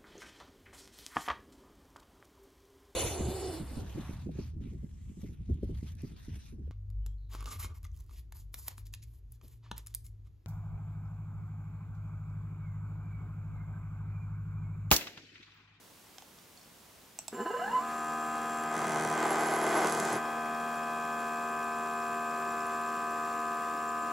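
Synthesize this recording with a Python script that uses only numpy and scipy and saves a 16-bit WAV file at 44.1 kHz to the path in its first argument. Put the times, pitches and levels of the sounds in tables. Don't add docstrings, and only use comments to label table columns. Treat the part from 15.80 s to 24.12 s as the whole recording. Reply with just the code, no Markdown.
import sys
import numpy as np
from scipy import signal
from scipy.fft import rfft, irfft
from scipy.io import wavfile
from scipy.ndimage import uniform_filter1d

SR = 44100
rng = np.random.default_rng(int(sys.argv[2]) if len(sys.argv) > 2 else 0)


def volts(x):
    e = np.asarray(x, float) / 20
    return 10 ** e


def master_out(mix):
    frames = np.transpose(np.atleast_2d(mix))
    ceiling = np.clip(frames, -1, 1)
    pcm = np.round(ceiling * 32767).astype(np.int16)
    wavfile.write(sys.argv[1], SR, pcm)


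N = 366912
T = np.arange(N) / SR
COIL_HZ, STEPS = 77.795, 16
EARS = np.array([[.5], [-.5]])


def read(table, off_db=-120):
    s, *columns = np.transpose(table)
    return [np.interp(T, s, column, off_db, off_db) for column in columns]


def unit(x):
    return x / np.sqrt(np.mean(x ** 2))


def sos(x, order, hz, kind="low"):
    return signal.sosfilt(signal.butter(order, hz, kind, fs=SR, output="sos"), x)


def ring(x, modes, treble_db=0):
    out = 0
    for k, (hz, width, db) in enumerate(modes):
        gain = (-1) ** k * volts(db + treble_db * (hz > 1500))
        out = out + gain * signal.lfilter(*signal.iirpeak(hz, hz / width, SR), x)
    return out


def coloured(spectrum):
    hz, db = np.transpose(spectrum)
    axis_hz = np.fft.rfftfreq(N, 1 / SR) + 1
    shape = volts(np.interp(np.log(axis_hz), np.log(hz), db))
    return unit(irfft(rfft(rng.standard_normal(N)) * shape, N))


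def walk(rate):
    knots = rng.standard_normal(int(N / SR * rate) + 2)
    return 0.71 * np.interp(np.arange(N) * rate / SR, np.arange(len(knots)), knots)


def bumps(events, width_s):
    return sum(db * np.exp(-((T - s) / width_s) ** 2) for s, db in events)


def strikes(at, size):
    x, i = np.zeros(N + 2), np.clip(at, 0, N).astype(int)
    np.add.at(x, i, size * (1 - at % 1))
    np.add.at(x, i + 1, size * (at % 1))
    return x[:N]


def when(turns, marks):
    return np.interp(marks, turns, np.arange(N))


def place(x, pan_db):
    return x * volts(EARS * pan_db)


# t/s, share of full speed
SPEED = [(1.525, 0.), (1.526, .075), (1.6, .16), (1.661, 0.26), (1.74, .41), (1.82, .58), (1.95, 0.82),
         (2.04, 1.)]


def spin_up():
    speed = np.interp(T, *np.transpose(SPEED))
    return speed, np.cumsum(speed * COIL_HZ / SR + 1e-12)


# f/Hz, width/Hz, level/dB
FRAME = [(227, 20, 3.5), (380, 36, -11), (481, 9.1, 8), (717, 36, 2.5), (827, 48, -2.5), (1017, 10.7, 10.5),
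         (1295, 10, 7.5), (1536, 75, -2), (1715, 42, 1), (2010, 9.6, -5), (2800, 19, 1), (2973, 15, -0.5),
         (3350, 40, -24), (4250, 92, -8.5)]
# t/s, level/dB
HUM = [(1.6, -63), (1.9, -42), (2.05, -41.5), (2.3, -39.5)]
# t/s, left minus right level/dB
STEP_PAN = [(2.05, 3.5), (2.92, 4.0), (3.83, 6), (4.91, 10), (5.28, 9), (5.73, 9.5), (7.11, 6.5), (7.8, 6),
            (8.32, 6)]
# multiple, mean level/dB, lobe depth/dB, loudest t/s
LOBES = [(1, -30, 0.7, 2.6), (2, -23.5, 3.0, 4.0), (3, -8.0, 1.5, 4.0), (4, -18.5, 5.0, 1.25),
         (5, -14.5, 5.5, 6.64), (6, -14.5, 1.0, 3.8), (7, -21.5, 1.4, 2.0), (8, -25.5, 10.0, 4.59),
         (9, -2.5, 1.3, 5.92), (10, -10.0, 4.0, 3.3), (11, -15.5, 4.4, 3.9), (12, -30.0, 2.0, 3.21),
         (13, -3.5, 0.9, 7.6), (14, -12.0, 1.0, 7.1), (15, -6.0, 3.5, 7.3), (16, -2.0, 3.0, 1.24),
         (17, -15.0, 2.6, 2.8), (18, -38.5, 15.0, 3.1), (19, -21.0, 3.0, 6.5), (20, -7.5, 2.0, 5.7),
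         (21, -17.0, 5.0, 3.5), (22, -11.0, 0.1, 8.1), (23, -26.4, 3.2, 7.98), (25, -41.0, 18.0, 4.0),
         (31, -26.0, 4.5, 4.5), (32, -17.5, 3.5, 5.3), (33, -25.0, 7.6, 6.2), (34, -29.0, 0.0, 0.88),
         (35, -25.0, 4.0, 1.4), (42, -26.0, 6.5, 4.0)]
TURN_S = 8


def hum(turns, speed):
    axis_hz = np.arange(0, 3500, 5.)
    frame = sum(volts(db) / np.hypot(1, 2 * (axis_hz - hz) / width) for hz, width, db in FRAME)
    every = np.arange(0, N, 64)
    step_pan = read(STEP_PAN, off_db=3)[0][every]
    cycle = np.exp(2j * np.pi * turns)
    out, wave, reached = 0, np.ones(N, complex), 0
    for k, mean_db, lobe_db, loudest in LOBES:
        k = round(k)
        start, pan, lag = rng.uniform(-0.52, 1, 3)
        moving = np.interp(k * COIL_HZ * speed[every], axis_hz, frame)
        crossing = moving / np.interp(k * COIL_HZ, axis_hz, frame)
        lobe = lobe_db * np.cos(2 * np.pi * (every / SR - loudest) / TURN_S)
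        gain = volts(mean_db + lobe + 0.78 * walk(6)[every]) * np.minimum(crossing, 3.)
        gain = gain * speed[every] ** (k * k / 100 + 6 / k ** 2)
        pan_db = step_pan if k == STEPS else 3.4 * pan * min(k / 9, 1)
        ears = place(gain, pan_db) * np.exp(1j * np.pi * start + .3j * lag * EARS)
        wave, reached = wave * cycle ** int(k - reached), k
        out = out + np.real(wave * np.repeat(ears, 64, axis=1)[:, :N])
    return np.sqrt(2) * out * volts(np.interp(T, *np.transpose(HUM), left=-120))


# t/s, level/dB
KICK = [(1.52, -28), (1.62, -34.5), (1.652, -36), (1.66, -30), (1.69, -33), (1.81, -32.5), (1.98, -32),
        (2.01, -41), (2.07, -70)]
# f/Hz, width/Hz, level/dB
ROTOR = [(233, 35, -9), (396, 24, -2.5), (479, 11, -5)]
SWING_DB, SWING_FALL_DB_S, SWING_BEAT_S, SWING_BEAT_DB, SWING_PEAK_S = 9, 55, .085, 1.5, 1.63


def kicks(turns):
    step = np.arange(25 * STEPS)
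    chance = rng.standard_normal((len(step), 2)).T
    size = volts(6.5 * np.cos(2 * np.pi * (step / STEPS + .3)) + 1.5 * chance[0])
    push = sos(strikes(when(turns, (step + .04 * chance[1]) / STEPS), size), 2, 1500)
    since = np.clip(T - SWING_PEAK_S, -.1, None)
    force_db = read(KICK)[0]
    beat_db = SWING_BEAT_DB * np.cos(2 * np.pi * since / SWING_BEAT_S)
    swing_db = force_db + SWING_DB - SWING_FALL_DB_S * since + beat_db
    frame, rotor = ((push * volts(db))[:3 * SR] for db in (force_db, swing_db))
    return 30 * np.pad(ring(frame, FRAME) + ring(rotor, ROTOR), (0, N - len(frame)))


# f/Hz, level/dB per Hz
GRIND = [(60, -26), (150, -4.5), (350, 1), (800, -1.5), (1100, 3), (1700, -4.5), (2200, -8.5), (3000, -16),
         (4500, -16.5), (6500, -17), (8500, -16.5), (11000, -23), (16000, -25)]
# t/s, level/dB
GRIND_LEVEL = [(1.52, -62), (1.54, -53), (2.1, -47), (4.4, -46.5), (6.5, -47), (8.32, -46.5)]


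def grind(turns):
    return coloured(GRIND) * volts(read(GRIND_LEVEL)[0] + 2 * np.cos(2 * np.pi * turns) + 0.92 * walk(12))


def whistle(hz, db, locked_hz, turns, width_hz, steady, duty, depth, patchy_db):
    band = (walk(width_hz) + 1j * walk(width_hz)) * np.exp(2j * np.pi * np.cumsum(hz) / SR)
    line = steady * np.cos(2 * np.pi * locked_hz * T + 0.3 * walk(25))
    gate = 1 - depth / (1 + np.exp(6 * (np.cos(2 * np.pi * (turns - .3)) + duty)))
    return unit((band.real + line) * gate * volts(patchy_db * walk(35))) * volts(db)


# t/s, f/Hz, level/dB
CHIRP = [(1.53, 7320, -61.5), (1.87, 7310, -62), (2.1, 7400, -57), (2.9, 7430, -55), (3.5, 7400, -52),
         (3.7, 7330, -53), (4.3, 7250, -52), (4.4, 7250, -61), (4.63, 7230, -63.5), (5.63, 7380, -59),
         (7.6, 7380, -58), (8.32, 7330, -60.5)]
# t/s, level over the chirp/dB
FLARES = [
    (1.55, 9.9),
    (1.61, 15),
    (8.09, 7.5),
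    (8.23, 12),
]
FLARE_S = 0.0092
LOCKED = 96


def chirp(turns):
    tone = whistle(*read(CHIRP), LOCKED * COIL_HZ, turns,
                   width_hz=420, steady=0.63, duty=0.17, depth=0.63, patchy_db=-0.5)
    return volts(bumps(FLARES, FLARE_S)) * tone


# f/Hz, width/Hz, level/dB
RUMBLE = [(123, 29, -1), (145, 23, 0), (198, 16.7, 5.5)]
THUD = [(333, 43, 0.5), (371, 80, 0), (435, 78, -1), (573, 187, -9)]
KNOCK = [(650, 94.5, 2.5), (853, 98, 0), (992, 49, 1.5), (1130, 140, -4), (1520, 75, -3.5),
         (1780, 130, -11.5), (2050, 193, -9), (2537, 120, -16.5), (3040, 740, -24)]
TICK = [(4300, 2700, 0), (5900, 1400, -2.5), (5780, 160, -9), (6630, 450, 8), (7900, 380, 7)]
BRIGHT = [(9200, 500, -5), (9230, 270, 9), (11400, 1920, -6)]
# f/Hz, width/Hz, level/dB
TAB = [(5830, 150, 1), (9900, 270, 2)]
# t/s, hard-soft alternation/dB, disorder
LOOSENESS = [(2.05, 0, .45), (3.3, 1, .4), (3.42, 3.5, .5), (3.85, 3.5, .55), (3.95, 2, 1.), (4.06, 4, 1.),
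             (4.8, 3, 1.)]
# t/s, level/dB
SHAKE = [(2.05, -30), (2.09, -11), (2.8, -7.5), (2.96, -1), (3.1, 0.5), (4.2, -1.5), (4.36, -0.5),
         (4.41, -8.5), (4.8, -13)]
# t/s, share
JAM = [(3.35, 0.), (3.39, 1.), (4.06, 1.), (4.1, 0.)]
LIFT_S, LIFT_DB_S = 4.34, 250
# t/s, level/dB
SLAPS = [
    (4.07, 10),
    (4.095, 7.2),
    (4.12, 10),
    (4.146, 8),
    (4.2, 10),
    (4.25, 5.9),
]
# t/s, level/dB
PAUSE = [
    (2.885, -12),
]
# t/s, level/dB
GROAN = [
    (3.99, 4.8),
]
SLAP_S, PAUSE_S, GROAN_S = 0.0099, 0.034, 0.08


def chatter(turns):
    cycle = np.arange(int(turns[-1]))
    chance = rng.standard_normal((len(cycle), 8)).T
    swing_db, disorder = read(LOOSENESS, off_db=0.5)
    at = when(turns, cycle + .35 + 0.0137 * chance[0])
    alternate_db = swing_db[at.astype(int)] * (-1) ** cycle
    uneven, even = (unit(strikes(at, volts(share * alternate_db + 1.9 * chance[1]))) for share in (1, .3))
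    delays = np.array([[.27], [.55], [.78]])
    bounce_at = when(turns, cycle + .35 + delays + 0.072 * chance[2:5])
    bounce = unit(strikes(bounce_at.ravel(), volts(1.1 * chance[5:]).ravel()))
    shake = rng.standard_normal(N) * volts(2 * walk(40))
    mixes = [(RUMBLE, uneven, .5, .3, -46.5, 3, -4, 1, 0, 1),
             (THUD, uneven, .6, .3, -40, 1.5, 4, 1.5, 0, 1),
             (KNOCK, even, 1.8, 1.6, -35.2, 1.5, 3.7, -2.5, 0, 0),
             (TICK, uneven, 1.5, 2.2, -51.5, 1.2, 2, 1.5, 1, 0),
             (BRIGHT, uneven, .5, .8, -58, 1.05, 3, 1.5, 1, 0),
             (TAB, uneven, .4, .5, -52.5, 1.05, -6, -8, 1, 0)]
    force_db, jam = read(SHAKE)[0], read(JAM, off_db=0)[0]
    slipped = (1 - jam) * (T > JAM[-2][0])
    slap_db, groan_db = bumps(SLAPS, SLAP_S), bumps(GROAN, GROAN_S)
    edge_db = bumps(PAUSE, PAUSE_S) - LIFT_DB_S * np.clip(T - LIFT_S, 0, None)
    out = 0
    for modes, land, bounce_share, shake_share, db, slope, jam_db, slip_db, edge, groans in mixes:
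        level_db = db + slope * force_db + jam_db * jam + slip_db * slipped
        level_db = level_db + groans * groan_db + edge * edge_db
        loose = disorder * (bounce_share * bounce + shake_share * shake)
        out = out + volts(level_db) * unit(ring(land * volts(edge * slap_db) + loose, modes))
    return sos(out, 4, 105, "high")


# t/s, length/s, level/dB
SQUEAL = [
    (3.46, .075, -50),
    (3.585, .04, -56),
    (3.655, .19, -54),
    (3.868, 0.11, -49),
    (4.06, .025, -51),
    (4.1, .07, -52),
    (4.195, 0.061, -53),
    (4.31, .03, -50),
    (4.34, 0.038, -60),
]
SQUEAL_HZ = 11121
BETWEEN_DB, EDGE_S = -55.5, 0.021
GRAB_RATE = 52


def squeal(turns):
    level = volts(BETWEEN_DB) * ((T > SQUEAL[0][0]) & (T < sum(SQUEAL[-1][:2])))
    level = level + sum(volts(db) * ((T > s) & (T < s + length)) for s, length, db in SQUEAL)
    tone = whistle(np.full(N, SQUEAL_HZ), 0, SQUEAL_HZ, turns,
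                   width_hz=150, steady=0.67, duty=0.69, depth=0.31, patchy_db=-1.0)
    grab = .75 + .35 * np.tanh(4 * (walk(GRAB_RATE) + .3))
    return uniform_filter1d(level, size=int(EDGE_S * SR)) * tone * grab


# first t/s, peak level/dB, extra level on every second tooth/dB, f/Hz
TEETH = [
    (4.3690, -50, 1, 10100),
    (4.4424, -52.5, -1, 9400),
    (4.4525, -57, 5.5, 5310),
    (4.5060, -53.5, -2, 5750),
]
TOOTH_S = .14688


def teeth():
    out, t = np.zeros(N + SR), np.arange(700) / SR
    shape = np.minimum(t / 0.0022, 1) * np.exp(-(t / 0.0053) ** 3)
    for first, db, second_db, hz in TEETH:
        for k, (late, size, pitch) in enumerate(rng.standard_normal((27, 3))):
            i = int((first + k * TOOTH_S + .0018 * late) * SR)
            level = volts(db + second_db * ((k + 1) % 2) + 1.9 * size)
            out[i:i + len(t)] += level * shape * np.sin(2 * np.pi * hz * (1 + .016 * pitch) * t)
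    return out[:N]


def clicks(events, modes):
    out, t = np.zeros(N), np.arange(4000) / SR
    for s, db, treble_db in events:
        touch = (4.7 * (t == 0) + rng.standard_normal(len(t))) * np.exp(-t / 0.0015)
        hit = ring(touch, modes, treble_db)
        out[int(s * SR):int(s * SR) + len(t)] += volts(db) * hit / np.abs(hit).max()
    return out


# t/s, peak level/dB, treble share/dB
BUTTON = [
    (1.3888, -23, 4),
    (1.481, -24.5, 5),
]
# f/Hz, width/Hz, level/dB
SWITCH = [(646, 55, 2), (875, 110, -1), (1520, 1100, -22), (2730, 410, -11), (4000, 360, -7.5),
          (4760, 900, -12.5), (5750, 520, -1.5), (7100, 270, -21), (7980, 23, 14), (7860, 230, 12),
          (9400, 1500, -14), (13000, 3600, -19)]
RELEASE_DAMP_DB = -6


def button():
    damped = [(hz, width, db + RELEASE_DAMP_DB * (7500 < hz < 8500)) for hz, width, db in SWITCH]
    return clicks(BUTTON[:1], SWITCH) + clicks(BUTTON[1:], damped)


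# t/s, peak level/dB, treble share/dB
TAPS = [
    (0.383, -35.5, -5),
    (0.422, -40, -11),
    (0.587, -46, 2),
]
# t/s, peak level/dB, treble share/dB
CREAK = [
    (.774, -45, 0),
    (.795, -51, 0),
    (.812, -51, 0),
    (.83, -53, 0),
    (.846, -54, 0),
]
# f/Hz, width/Hz, level/dB
BENCH = [(766, 100, 8), (1400, 550, -6), (2300, 900, -1), (3500, 1400, -1), (5000, 700, 2), (6570, 900, 0)]
STRAP = [(2600, 200, -10), (4370, 60, 8), (5000, 600, -3), (5500, 60, 7), (7000, 500, -1)]


def handling():
    return clicks(TAPS, BENCH) + clicks(CREAK, STRAP)


ROOM_T60_S, ROOM_DB = 0.17, -7.5


def room(x):
    x = sos(x, 2, (900, 8500), "band")
    t = np.arange(int(.4 * SR)) / SR
    tail = rng.standard_normal((2, len(t))) * np.exp(-np.log(1000) * t / ROOM_T60_S) * (t > .003)
    tail = volts(ROOM_DB) * tail / np.sqrt(np.sum(tail[0] ** 2))
    return signal.fftconvolve(x[None], tail, axes=1)[:, :N]


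# f/Hz, level/dB per Hz
HISS = [(12, -67), (20, -13), (110, -4), (142, -7.5), (163, -1.5), (499, -7.5), (542, -7.5), (780, -9.5),
        (923, -8), (1710, -13), (2140, -13.5), (2460, -13), (16000, -18.5)]
HISS_DB = -57.5


def hiss():
    noise = coloured(HISS) + 0.52 * coloured(HISS) * np.array([[1], [-1]])
    return noise * volts(HISS_DB + 0.14 * walk(7.6))


def scene():
    speed, turns = spin_up()
    motor = hum(turns, speed)
    rig = kicks(turns) + grind(turns) + chirp(turns) + chatter(turns) + squeal(turns) + teeth()
    small = button() + handling()
    return motor + place(rig, 0.43) + place(small, -1.4) + room(rig + small) + hiss()


def top_cut(x):
    return signal.sosfilt(signal.butter(12, 16240, fs=SR, output="sos"), x)


def record(dry):
    mid, side = (dry[0] + dry[1]) / 2, (dry[0] - dry[1]) / 2
    side = sos(sos(side, 2, 220, "high"), 3, 9500)
    side = side - 0.12 * sos(mid, 1, (2000, 9000), "band")
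    top = signal.ellip(10, .2, 70, 15750, fs=SR, output="sos")
    mix = signal.sosfilt(top, [mid + side, mid - side])
    return top_cut(mix)


dry = scene()
out = record(dry)
master_out(out)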